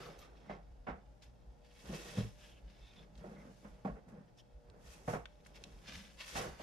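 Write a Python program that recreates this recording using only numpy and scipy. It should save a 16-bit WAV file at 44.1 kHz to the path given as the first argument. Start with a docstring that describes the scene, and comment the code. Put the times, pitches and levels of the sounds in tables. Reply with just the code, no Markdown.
"""A close, dry hiss and crunch of thick fibre rope, spliced by hand at a wooden workbench.
Fibres hiss as they slide and squeak when they slip evenly; strands crunch as they tighten.
Rope and hands scuff and knock on the bench and set its wood ringing, with small ticks in between.
Behind it a motor hums in the quiet workshop, over a low rumble that comes in soft thuds."""
import sys
import numpy as np
from scipy import signal
from scipy.fft import rfft, irfft, next_fast_len
from scipy.io import wavfile
from scipy.ndimage import uniform_filter1d, map_coordinates

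SR = 44100
rng = np.random.default_rng(int(sys.argv[2]) if len(sys.argv) > 2 else 0)


def put_to_file(sound):
    """Save the sound as 16-bit audio at rate SR, in the file named by the first command-line argument."""
    columns = np.atleast_2d(sound).T  # one column per channel
    safe = np.clip(columns, -1, 1)
    whole_steps = np.round(safe * 32767)
    wavfile.write(sys.argv[1], SR, whole_steps.astype(np.int16))


N = 292356
T = np.arange(N) / SR

# the bench's low thump modes and higher woody modes: (pitch [Hz], width [Hz], gain [dB])
THUMP_MODES = [(116.9, 14.4, -1), (161, 12.3, -4.5), (204.2, 32.5, 1), (243, 15.6, -0.5)]
WOOD_MODES = [(265, 18, -12), (334, 37, 1), (384, 77, 5), (470, 112, 5.5), (596, 91, -6), (689, 34, 1.5),
              (771, 42, 0), (875, 48, -4.5), (1085, 33, 6.5), (1260, 120, -1.5)]
# tone of rope rasping on wood: (frequency [Hz], gain [dB])
RASP_TONE = [(300, -1.5), (800, 2.5), (1500, 1.5), (2200, -5), (3000, -16.5), (5000, -44), (12000, -65)]
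# pulls on the strands: (start [s], rise [s], hold [s], release [s], hiss [dB], crunch [dB])
ROPE_PULLS = [(0.0, 0.0033, 0.051, 0.22, -68.5, -56), (.17, 0.042, 0.025, 0.1, -73, -62),
              (.3, 0.061, 0.11, .1, -87, -70.5), (.485, 0.015, .015, 0.092, -80, -63.5),
              (.86, 0.017, 0.018, 0.067, -87, -66), (1.21, 0.017, 0.011, 0.063, -73.5, -62),
              (1.635, 0.01, 0.016, 0.13, -83, -70.5), (1.75, .025, .04, .1, -79, -66),
              (1.70, 0.22, 0.28, 0.14, -61, -55.5), (1.912, .02, .01, 0.069, -65, -56),
              (2.14, 0.042, 0.012, 0.14, -62, -53.5), (2.28, 0.14, 0.052, 0.19, -71, -63.5),
              (2.62, 0.08, 0.33, 0.052, -81.5, -68), (3.02, .17, .5, .33, -78.5, -74.5),
              (3.835, 0.016, 0.012, 0.16, -77, -72), (4.07, 0.017, .01, 0.067, -77.5, -81),
              (4.36, 0.027, .008, 0.031, -72, -71), (4.78, 0.094, 0.061, .25, -66, -71.5),
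              (5.035, .055, 0.034, 0.09, -58.5, -79), (5.2, 0.058, 0.23, .1, -88, -77.5),
              (5.44, 0.025, .008, 0.06, -70.5, -67), (5.53, 0.028, 0.0069, 0.028, -70, -55.5),
              (5.4, 0.22, 0.31, 0.37, -75.5, -69.5), (5.835, 0.047, 0.018, 0.073, -66, -51),
              (5.87, 0.064, 0.022, 0.19, -62, -50.5), (6.17, 0.039, 0.0079, 0.037, -61, -45.5),
              (6.13, 0.15, 0.15, .15, -57, -53), (6.32, 0.048, 0.016, 0.071, -48.5, -48),
              (6.52, 0.095, 0.074, 0.11, -64, -56.5)]


def amp(db):
    """Decibels to gain."""
    return 10 ** (np.asarray(db) / 20)


def unit(x):
    """Scale to rms 1."""
    return x / np.sqrt(np.mean(x ** 2) + 1e-20)


def colour(x, points, depth=1):
    """EQ by a curve of (frequency [Hz], gain [dB]) points; depth scales the curve."""
    hz, db = np.transpose(points)
    size = next_fast_len(x.shape[-1])
    bins_hz = np.maximum(np.fft.rfftfreq(size, 1 / SR), 1)
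    gain = amp(depth * np.interp(np.log(bins_hz), np.log(hz), db))
    return irfft(rfft(x, size) * gain, size)[..., :x.shape[-1]]


def resonate(x, hz, width):
    """One damped resonance, its width in Hz."""
    return signal.lfilter(*signal.iirpeak(hz, hz / width, SR), x)


def ring(x, modes):
    """A body ringing in all its modes at once."""
    return sum(amp(db) * resonate(x, hz, width) for hz, width, db in modes)


def soften(x, hz):
    """Roll off the treble above hz."""
    return signal.sosfilt(signal.butter(2, hz, fs=SR, output="sos"), x)


def walk(rate):
    """Smooth random wander with a spread near 1, turning rate times a second."""
    size = max(int(SR / rate), 2)
    steps = np.repeat(rng.standard_normal(N // size + 1), size)
    return 1.26 * uniform_filter1d(steps, size)[:N]


def grains(shape, rate, spread_db):
    """Tiny impulses of uneven size at random moments, about rate a second."""
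    size = rng.choice([-1, 1], shape) * amp(spread_db * np.clip(rng.standard_normal(shape), -2, 2))
    return unit(size * (rng.random(shape) < rate / SR))


def pair(three, shared):
    """Stereo from one common and two separate signals; shared is the common part of the power."""
    return np.sqrt(shared) * three[0] + np.sqrt(1 - shared) * three[1:]


def add(out, time, sound):
    """Mix a sound in at a time in seconds."""
    start = int(time * SR)
    out[:, start:start + sound.shape[-1]] += sound[:, :N - start]


def strokes(rows, column):
    """Envelope of hand strokes at the level in column: each builds up, holds and dies away."""
    power, edge_db = 0, -20  # level at the start of the rise and the end of the release
    for row in rows:
        start, rise, hold, release = row[:4]
        building = np.maximum(start + rise - T, 0) / rise
        easing = np.maximum(T - start - rise - hold, 0) / release
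        power = power + amp(row[column] + edge_db * np.minimum(building + easing, 10)) ** 2
    return np.sqrt(power)


def rumbling():
    """A deep rumble swells in soft, irregular thuds and drops into one brief lull."""
    # swells of the rumble: (time [s], level [dB])
    thuds = [(.2, -58), (.53, -57), (.71, -52), (.81, -50.5), (.92, -48), (1.1, -58), (1.28, -55),
             (1.49, -53), (1.9, -49.5), (2.05, -58), (2.23, -45.5), (2.44, -56), (2.66, -50.5),
             (2.832, -56), (3.18, -53), (3.4, -59), (3.73, -55.5), (3.93, -49), (4.56, -51.5), (4.7, -54.5),
             (4.9, -54), (5.09, -57), (5.21, -57), (5.76, -53.5), (5.97, -50), (6.37, -50), (6.51, -48.5)]
    pitch_hz, thud_half_s = 51.9, 0.033
    band = resonate(rng.standard_normal(N), pitch_hz, width=15)
    throb = signal.hilbert(resonate(band, pitch_hz, width=16))
    throb = unit(throb.real / np.abs(throb) ** 0.55)  # an even throb with few deep gaps
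    swells = sum(amp(db) * np.exp(-((T - time) / thud_half_s) ** 2) for time, db in thuds)
    lull_db = -12 * np.exp(-((T - 4.26) / 0.38) ** 4)
    bed = amp(-64.5 + 1.7 * walk(14) + lull_db)
    return throb * np.hypot(swells, bed)


def workshop():
    """Room tone: still air and a wavering motor hum."""
    # tone of the air: (frequency [Hz], gain [dB])
    air_tone = [(15, -29), (25, 2), (54, 4.5), (92, -12), (141, -0.5), (409, -11), (468, -16), (594, -6),
                (661, -11.5), (840, -11), (1100, -23), (1390, -21.5), (2860, -36.5), (5130, -34),
                (14500, -48)]
    # partials of the motor: (pitch [Hz], level [dB])
    motor_partials = [(119.7, -75.5), (479.1, -81.5), (538.5, -84.5), (598, -80), (717, -89.5),
                      (839, -86.5)]
    noise = rng.standard_normal((3, N))
    bass = soften(noise, 300)
    air = pair(bass, shared=0.35) + pair(noise - bass, shared=0.031)
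    air = unit(colour(air, air_tone)) * amp(-65 + 0.34 * walk(3.75))
    hum = 0
    for hz, db in motor_partials:
        level = amp(db + 3.75 * walk(5.1))
        phase = 2 * np.pi * np.cumsum(hz + 2.42 * walk(12)) / SR
        hum = hum + level * np.sqrt(2) * np.sin(phase)
    return air + hum


def room(x, t60, wet_db):
    """Add the short, slightly dull reverb of a small room."""
    t = T[:SR // 2]
    tail = colour(rng.standard_normal((2, len(t))), [(200, 2.0), (4000, -1), (14000, -10.5)])
    tail = unit(tail * amp(-60 * t / t60) * (t > .004)) / np.sqrt(len(t))
    return x + amp(wet_db) * signal.fftconvolve(x, tail, axes=1)[:, :N]


def clutter(x, decay_s, wet_db):
    """Arms, vice and tools close by throw back quick reflections, which shift as the hands move."""
    t, pose = T[:SR // 50], 0.88 * walk(5)
    out = x
    for weight in np.cos(pose), np.sin(pose):
        echoes = grains((2, len(t)), rate=3000, spread_db=2.2) * np.exp(-t / decay_s) * (t > .001)
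        echoes = unit(echoes) / np.sqrt(len(t))
        out = out + amp(wet_db) * weight * signal.oaconvolve(x, echoes, axes=1)[:, :N]
    return out / np.hypot(1, amp(wet_db))


def ticking():
    """Small bright ticks and fibre snaps, each a noise burst with one broad resonance."""
    # snaps: (time [s], level [dB], pitch [Hz], decay [s])
    ticks = [(.189, -57.5, 5800, 0.0086), (1.222, -61.5, 4450, 0.015), (3.154, -59.5, 3440, 0.0025),
             (3.176, -64.5, 4600, 0.011), (4.376, -63, 5200, 0.0018), (4.7, -50, 4120, 0.00056),
             (5.2559, -39.5, 2200, 0.0025), (5.449, -60, 3600, .003), (5.462, -52, 1800, 0.0046),
             (5.468, -47, 6000, 0.00049), (5.558, -59, 2500, 0.0074), (5.6386, -37, 3560, 0.0016)]
    out, t = np.zeros((2, N)), T[:SR // 5]
    for time, db, hz, decay in ticks:
        noise = pair(rng.standard_normal((3, len(t))), shared=0.35)
        burst = soften(resonate(noise, hz, width=0.69 * hz), 1.58 * hz)
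        add(out, time, amp(db) * unit(burst) * np.exp(-t / max(decay, .0005)))
    return out


def at_bench(low, wood, rasp):
    """Pan the bench: its wood is louder and a little earlier on the right, its low end stays centred."""
    # left-side EQ, mirrored at about half depth on the right: (frequency [Hz], gain [dB])
    pan_curve = [(100, -4), (380, 0), (600, -0.5), (800, -5.5), (1300, -2), (2300, -2.5), (4200, 1)]
    t, left_delay_s = T[:len(wood)], .00026
    left, right = np.array([np.interp(t - left_delay_s, t, wood), wood]) + rasp
    return low + np.array([colour(left, pan_curve), colour(right, pan_curve, depth=-0.52)])


def scuffing():
    """Rope dragged over the bench rasps and keeps the wood shaking."""
    # drags: (start [s], rise [s], hold [s], release [s], wood and rasp [dB], low judder [dB])
    scuffs = [(0.0, 0.0037, 0.07, 0.32, -53.5, -63.5), (.2, 0.017, 0.015, 0.49, -60.5, -80),
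              (.36, .09, 0.041, .05, -61.5, -60.5), (1.85, 0.063, 0.034, .06, -65, -52.5),
              (1.8, 0.063, 0.35, 0.09, -55.5, -61), (2.35, 0.11, 0.5, 0.086, -73, -74.5),
              (2.93, 0.06, 0.033, 0.16, -63, -64), (3.1, 0.13, 0.24, 0.11, -58, -56.5),
              (3.6, 0.041, 0.044, 0.51, -64, -64.5), (3.93, 0.036, 0.012, 0.042, -55, -67),
              (4.03, 0.055, 0.098, .19, -62, -59), (4.62, 0.07, 0.45, .1, -65, -71.5),
              (5.3, 0.22, 0.37, 0.13, -65.5, -68), (5.85, 0.033, 0.017, 0.32, -61, -55),
              (6.3, 0.095, 0.049, .11, -44.5, -56), (6.585, 0.026, .015, .08, -56, -58)]
    slips = soften(grains(N, rate=1500, spread_db=2.1) * amp(2 * walk(40)), 1200)
    drag, press = strokes(scuffs, column=4), strokes(scuffs, column=5)
    rasp = amp(-7.5) * unit(colour(grains((2, N), rate=3000, spread_db=3.8), RASP_TONE))
    judder = amp(1.5) * unit(resonate(ring(slips, THUMP_MODES), hz=163.5, width=30.5))
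    wood = amp(-2.5) * unit(resonate(ring(slips, WOOD_MODES), hz=550, width=340))
    return at_bench(judder * press, wood * drag, rasp * drag)


def knocking():
    """Soft blows ring the bench, each with a chatter of smaller contacts as the rope settles."""
    # blows: (time [s], wood [dB], wood pitch [Hz], thump [dB], thump pitch [Hz], rasp [dB], settle [s])
    knocks = [(.493, -44.5, 685, -51.5, 170, -51.5, 0.038), (.867, -45.5, 810, -60, 187, -47, 0.024),
              (.880, -43.5, 690, -49.5, 181, -48, 0.036), (1.891, -52, 450, -46.5, 181, -78, 0.035),
              (1.926, -46.5, 490, -63, 197, -67, 0.052), (2.168, -52, 455.2, -43.5, 138, -60, 0.0092),
              (2.178, -46, 448, -33.5, 131, -57, 0.023), (2.230, -56.5, 475, -47, 106, -63, 0.03),
              (3.238, -49.5, 584, -54.5, 171, -69, 0.028), (3.311, -55.5, 543, -64, 176, -82, 0.035),
              (3.644, -60, 524, -55.5, 186, -61, 0.026), (3.846, -41, 660, -39.5, 182, -54, 0.035),
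              (3.876, -46.5, 606, -44, 200, -61, 0.017), (5.076, -38, 620, -41, 132, -44.5, 0.034),
              (5.130, -38, 700, -43, 143, -44.5, 0.029), (6.351, -44, 815, -52.5, 131, -43.5, 0.077),
              (6.596, -48.5, 650, -58, 170, -59, 0.044)]
    out, t = np.zeros((2, N)), T[:SR // 3]
    attack = slice(0, SR // 25)  # the first 40 ms set each layer's level
    blow = np.arange(len(t)) == SR // 250  # one impulse, 4 ms in
    for time, wood_db, wood_hz, thump_db, thump_hz, rasp_db, settle in knocks:
        fade = np.exp(-t / settle) * (1 - np.exp(-t / 0.0039))
        chatter = grains(len(t), rate=2500, spread_db=4.9) * fade
        # each blow favours the modes near its pitch: a longer push, lower modes
        thump = resonate(ring(30 * blow + chatter, THUMP_MODES), thump_hz, width=0.21 * thump_hz)
        wood = resonate(ring(8 * blow + chatter, WOOD_MODES), wood_hz, width=0.38 * wood_hz)
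        rasp = colour(grains((2, len(t)), rate=4000, spread_db=2.8) * fade, RASP_TONE)
        layers = (thump, thump_db), (wood, wood_db - 2.0), (rasp, rasp_db - 0.5)
        balanced = [amp(db) * x / np.std(x[..., attack]) for x, db in layers]
        add(out, time, at_bench(*balanced))
    return out


def squeaking():
    """For a moment the fibres slip at a nearly even rate and sing, in fits and starts."""
    # fibre on fibre: (middle [s], half length [s], pitch [Hz], level [dB], width [share of pitch])
    squeaks = [(0.036, 0.076, 12100, -78, 0.046), (0.044, 0.057, 1260, -57.5, 0.22),
               (0.207, 0.022, 12000, -74, .05), (.24, 0.044, 1236, -67.5, 0.11),
               (0.512, 0.026, 2096, -58, .05), (2.49, 0.096, 2810, -68.5, .3),
               (2.868, 0.05, 3570, -68, .04), (2.49, .06, 3120, -73, .05), (2.993, .035, 3520, -68, .06),
               (2.95, .08, 2450, -81, .05), (3.392, 0.029, 2080, -62, 0.03),
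               (4.395, 0.015, 3190, -66.5, 0.099), (4.39, 0.021, 5360, -69.5, 0.18),
               (4.93, .07, 2490, -75, .1)]
    out, flicker_db = 0, 3
    slips = pair(rng.standard_normal((3, N)), shared=1.0) * amp(flicker_db * walk(70))
    for middle, half, hz, db, width in squeaks:
        tone = resonate(resonate(slips, hz, width * hz), hz, 0.21 * hz)
        out = out + amp(db) * unit(tone) * np.exp(-((T - middle) / half) ** 4)
    return out


def sliding():
    """Countless fibres slip past each other in a fine, uneven hiss."""
    # tone of sliding fibres: (frequency [Hz], gain [dB])
    hiss_tone = [(300, -22), (900, 0.5), (2400, 1.5), (4200, -2.5), (6000, 2.5), (8000, -3), (12500, -8.5),
                 (14500, -23)]
    slips = pair(grains((3, N), rate=7000, spread_db=7.6), shared=0.027) * amp(walk(40))
    effort = np.hypot(strokes(ROPE_PULLS, column=4), amp(-90.5))  # floor: the rope held still
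    return unit(colour(slips, hiss_tone)) * effort * amp(3.5)


def crunching():
    """Tightening strands stick and slip in coarse grains; their resonances shift with the tension."""
    # resonances of the strands: (pitch [Hz], width [Hz], gain [dB])
    strand_modes = [(1800, 1600, 3.5), (2450, 900, 5.5), (3070, 230, 4), (3536, 1200, 6), (4930, 770, 8.5)]
    slips = pair(grains((3, N), rate=1500, spread_db=2.2), shared=0.83) * amp(1.35 * walk(70))
    clock = np.cumsum(1 + .04 * walk(7))  # changing tension bends the pitch by about 4 %
    ringing = ring(slips, strand_modes)
    strands = np.array([map_coordinates(side, [clock], mode="mirror") for side in ringing])
    effort = np.hypot(strokes(ROPE_PULLS, column=5), amp(-81.5))  # floor: the rope held still
    return unit(soften(soften(strands, 5460), 5900)) * effort * amp(-2.0)


def scene():
    """The rope work sounds in one small room, over room tone and rumble."""
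    fibres = clutter(sliding() + crunching() + ticking(), decay_s=0.0027, wet_db=-4.5)
    work = knocking() + scuffing() + fibres + squeaking()
    return room(work, t60=0.36, wet_db=-19.5) + workshop() + rumbling()


def record(dry):
    """A steep high cut takes off the very top."""
    top_hz = 14400
    return signal.sosfilt(signal.ellip(8, .2, 70, top_hz, fs=SR, output="sos"), dry)


dry = scene()
out = record(dry)
put_to_file(out)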